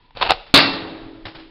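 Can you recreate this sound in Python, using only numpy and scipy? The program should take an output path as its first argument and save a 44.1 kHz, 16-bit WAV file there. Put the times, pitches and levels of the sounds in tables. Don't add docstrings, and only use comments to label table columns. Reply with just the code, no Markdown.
import sys
import numpy as np
from scipy import signal
from scipy.fft import rfft, irfft
from scipy.io import wavfile
from scipy.ndimage import uniform_filter1d

SR = 44100
rng = np.random.default_rng(int(sys.argv[2]) if len(sys.argv) > 2 else 0)


def wav_out(sig):
    wavfile.write(sys.argv[1], SR, np.round(np.clip(np.atleast_2d(sig).T, -1, 1) * 32767).astype(np.int16))


N = 66150

HISS_DB, HISS_FLICKER_DB = -58.5, 1.0
WIND_DB, WIND_HZ = -49, 33
GUST_DB, GUSTS_PER_S = 3.5, 25
RATTLE_PER_S, RATTLE_SCATTER_DB = 2500, 2.5
RECOIL_DB, RECOIL_HZ = -34, 110
RECOIL_FOLLOW = 0.2
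SLAP_T60_S, SLAP_RISE_S = 0.016, 0.00066
SLAP_GAIN_DB, SLAP_TICK_DB = 1.5, -5.5
SLAP_OVERTONE, SLAP_OVERTONE_DB = 1.6, -10
YARD_T60_S, YARD_RISE_S, YARD_DB = 0.46, 0.0075, -20
YARD_LOW_HZ, YARD_LOW_DB = 474, 1.5
GRIT_FLICKER_DB, GRIT_FLICKERS_PER_S = 1.2, 400
BURST_RISE_S = 0.0012
CRACK_S = .5398
CRASH_HOLD_S, CRASH_RISE_S = 0.036, 0.00055
CRASH_FLICKER_DB, CRASH_FLICKERS_PER_S = 1.2, 59.07
FLUTTER_PER_S = 22
DROP_THUD_DB, DROP_THUD_HZ, DROP_THUD_T60_S = -35.5, 105, 0.15
MIC_HZ, MIC_STEEP_HZ, TOP_HZ = 4350, 5473, 15700
KNEE, BEND, CLIP = .25, .06, .98


def undb(db):
    return 10 ** (np.asarray(db) / 20)


def unit(x):
    return x / np.sqrt(np.mean(x ** 2))


def since(t0):
    t = np.arange(N) / SR - t0
    return np.maximum(t, 0), np.clip(t * SR, 0, 1)


def rise(s, rise_s):
    return 1 - np.exp(-s / rise_s)


def fade(s, t60_s):
    return undb(-60 * s / t60_s)


def sine(hz, s):
    return np.sin(2 * np.pi * hz * s)


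def band(x, hz, width_hz):
    return signal.lfilter(*signal.iirpeak(hz, hz / width_hz, fs=SR), x)


def coloured(points):
    hz = np.arange(N // 2 + 1) * SR / N + 1
    points = np.array(points, float)
    level_db = np.interp(np.log(hz), np.log(points[:, 0]), points[:, 1])
    return unit(irfft(rfft(rng.standard_normal(N)) * undb(level_db), N))


def walk(rate):
    hold = int(SR / rate)
    steps = np.repeat(rng.standard_normal(N // hold + 1), hold)
    return 1.3 * uniform_filter1d(uniform_filter1d(steps, hold), hold)[:N]


def lows(hz):
    sos = signal.butter(2, [15, hz], "bandpass", fs=SR, output="sos")
    return unit(signal.sosfilt(sos, rng.standard_normal(N)))


def air():
    # [dB, relative]
    hiss_spectrum = [(59, -35), (100, 0), (534, -11.5), (674, -19.5), (987, -3), (1150, -18), (3260, -14),
                     (5270, -17), (6850, -57.5), (11600, -120)]
    hiss = coloured(hiss_spectrum) * undb(HISS_DB + HISS_FLICKER_DB * walk(24))
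    wind = lows(WIND_HZ) * undb(WIND_DB + GUST_DB * walk(GUSTS_PER_S))
    return hiss + wind


def band_rattle():
    # time_s [s], level_db [dB]
    rattle_curve = np.array([(0.15, -61.5), (0.151, -43), (0.167, -41.5), (0.17, -36), (0.183, -37),
                             (.186, -36.5), (0.21, -33), (0.214, -15.5), (0.232, -18.5), (0.236, -23.5),
                             (0.277, -24.5), (0.282, -32), (0.289, -26.5), (0.297, -15), (0.321, -12.5),
                             (.328, -27), (.338, -30), (.35, -44.5)])
    # pitch_hz [Hz], width_hz [Hz, before a lower limit], level_db [dB]
    tube = [(470, 450, -8), (832, 380, -1), (1460, 660, -7), (2670, 480, -6), (4030, 800, -5.5),
            (4570, 800, -6.5)]
    struck = rng.random(N) < RATTLE_PER_S / SR
    strength = undb(RATTLE_SCATTER_DB * rng.exponential(size=N))
    clicks = np.sign(rng.standard_normal(N)) * struck * strength
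    ringing = np.zeros(N)
    for k, (hz, width_hz, level_db) in enumerate(tube):
        polarity = (-1) ** k
        ringing += polarity * undb(level_db) * band(clicks, hz, max(width_hz, hz / 4.5, 300))
    t = np.arange(N) / SR
    db = np.interp(t, rattle_curve[:, 0], rattle_curve[:, 1], left=-120, right=-120)
    active = uniform_filter1d(1. * (db > -100), 1500)
    recoil = lows(RECOIL_HZ) * undb(RECOIL_DB + RECOIL_FOLLOW * db) * active
    return unit(ringing) * undb(db) + recoil


def slaps():
    # start_s [s], level_db [dB, before the shared gain], pitch_hz [Hz]
    slap_list = [(.107, -39, 900), (.1705, -20, 586), (.1745, -25.5, 620), (.2195, -9.5, 917),
                 (.2250, -2.5, 1040), (.2945, -14, 1276), (.3005, -14, 960), (.3062, 2.5, 796),
                 (.3168, 0, 792), (.3345, -21, 750)]
    tick = unit(band(rng.standard_normal(N), 3500, 2600))
    out = np.zeros(N)
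    for start_s, level_db, hz in slap_list:
        s, gate = since(start_s)
        env = gate * rise(s, SLAP_RISE_S) * fade(s, SLAP_T60_S) * undb(level_db + SLAP_GAIN_DB)
        note = sine(hz, s) + undb(SLAP_OVERTONE_DB) * sine(SLAP_OVERTONE * hz, s)
        out += env * (note + undb(SLAP_TICK_DB) * tick)
    return out


def yard(x):
    s = np.arange(N // 2) / SR
    noise = rng.standard_normal(N // 2)
    colour = band(noise, 4000, 10000) + undb(YARD_LOW_DB) * band(noise, YARD_LOW_HZ, 400)
    tail = colour * fade(s, YARD_T60_S) * rise(s, YARD_RISE_S)
    tail = tail / np.sqrt(np.sum(tail ** 2))
    return signal.fftconvolve(x, tail)[:N] * undb(YARD_DB)


def gritty_bursts(events):
    # [dB, relative]
    grit_spectrum = [(35, -40), (60, -5.5), (589, -6), (857, -5.5), (1030, -7), (1220, -8), (3980, -9.5),
                     (5270, -7), (6850, -66), (11600, -120)]
    grit = coloured(grit_spectrum) * undb(GRIT_FLICKER_DB * walk(GRIT_FLICKERS_PER_S))
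    env = np.zeros(N)
    for start_s, level_db, t60_s in events:
        s, _ = since(start_s)
        env += rise(s, BURST_RISE_S) * undb(level_db) * fade(s, t60_s)
    return grit * env


def rustles_and_hiss():
    # start_s [s], level_db [dB], t60_s [s]
    bursts = [(0.423, -52, 0.15), (0.463, -44, 0.3), (0.494, -54, 0.09), (0.506, -50, 0.12), (.6, -48, 4.5)]
    return gritty_bursts(bursts)


def thump(s):
    # pitch_hz [Hz], level_db [dB], t60_s [s]
    blow = [(285, -5, .08), (680, -9, .08)]
    return sum(undb(level_db) * fade(s, t60_s) * sine(hz, s) for hz, level_db, t60_s in blow)


def crash(s):
    # pitch_hz [Hz], level_db [dB], t60_s [s], tail_level_db [dB], tail_t60_s [s]
    crash_bands = np.array([(72.5, -47, 1, -50.5, 1.7), (140, -28.5, 0.26, -34.5, 0.95),
                            (280, -32.5, 0.66, -35, 1.69), (550, -23.5, 0.25, -31.5, 1.37),
                            (1040, -23, 0.21, -24.5, 0.89), (1850, -20.5, 0.48, -33, 1.18),
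                            (2910, -13.5, 0.19, -28, 0.99), (3234, -27.5, 0.13, -32, 1.1),
                            (4044, -4.5, 0.27, -17.5, 0.78), (4970, -11, 0.48, -29.5, 1.01)])
    after_hold = np.maximum(s - CRASH_HOLD_S, 0)
    out = np.zeros(N)
    for hz in 60 * 2 ** (np.arange(26) / 4):
        level_db, fast_s, tail_db, slow_s = (
            np.interp(np.log(hz), np.log(crash_bands[:, 0]), crash_bands[:, k]) for k in range(1, 5))
        noise = rng.standard_normal(N)
        hiss = unit(band(band(noise, hz, hz / 4), hz, hz / 4))
        env = np.hypot(undb(level_db) * fade(after_hold, fast_s), undb(tail_db) * fade(s, slow_s))
        flicker = undb(CRASH_FLICKER_DB * walk(CRASH_FLICKERS_PER_S))
        out += hiss * env * rise(s, CRASH_RISE_S) * flicker
    return out


def sheet_hum(s):
    # pitch_hz [Hz], level_db [dB, before flutter], t60_s [s], flutter_db [dB]
    modes = [(114.4, -39, 1.2, 9), (261, -34.5, 1.7, 2), (280, -19.5, 0.53, -2), (279.5, -29, 1.94, 4),
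             (323.2, -29.5, 3.56, 2), (384, -39.5, 2.4, 3.5), (426, -33, 1.78, 5.5), (565.7, -30, 1.21, 3),
             (735, -41.5, 1.4, 7.5), (1197, -15.5, .3, 1), (718, -28.5, 0.19, 5.5), (2710, -20, 0.65, 4.5),
             (3835, -19, 0.13, 4), (4450, -18.5, 0.31, -1)]
    out = np.zeros(N)
    for hz, level_db, t60_s, flutter_db in modes:
        flutter = flutter_db * np.minimum(s * 10, 1) * walk(FLUTTER_PER_S)
        out += undb(level_db + flutter) * fade(s, t60_s) * sine(hz, s)
    return out


def crack():
    s, gate = since(CRACK_S)
    return gate * (thump(s) + crash(s) + sheet_hum(s))


def drops():
    # start_s [s], level_db [dB], t60_s [s]
    landings = [(1.2529, -25.5, 0.074), (1.265, -33, 0.083), (1.281, -40.5, 0.49), (1.348, -36, 0.17),
                (1.384, -46.5, 0.52)]
    s, gate = since(landings[0][0])
    thud = gate * undb(DROP_THUD_DB) * fade(s, DROP_THUD_T60_S) * sine(DROP_THUD_HZ, s)
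    return thud + gritty_bursts(landings)


def scene():
    shot = band_rattle() + slaps()
    return (air() + shot + yard(shot) + rustles_and_hiss() + crack() + drops())[None]


def record(dry):
    x = signal.sosfilt(signal.butter(6, MIC_HZ, fs=SR, output="sos"), dry)
    x = signal.sosfilt(signal.ellip(8, .5, 75, MIC_STEEP_HZ, fs=SR, output="sos"), x)
    over = np.maximum(np.abs(x) - KNEE, 0)
    bent = x - np.sign(x) * BEND * over ** 3
    x = np.clip(bent, -CLIP, CLIP)
    return signal.sosfilt(signal.ellip(8, .2, 40, TOP_HZ, fs=SR, output="sos"), x)


dry = scene()
out = record(dry)
wav_out(out)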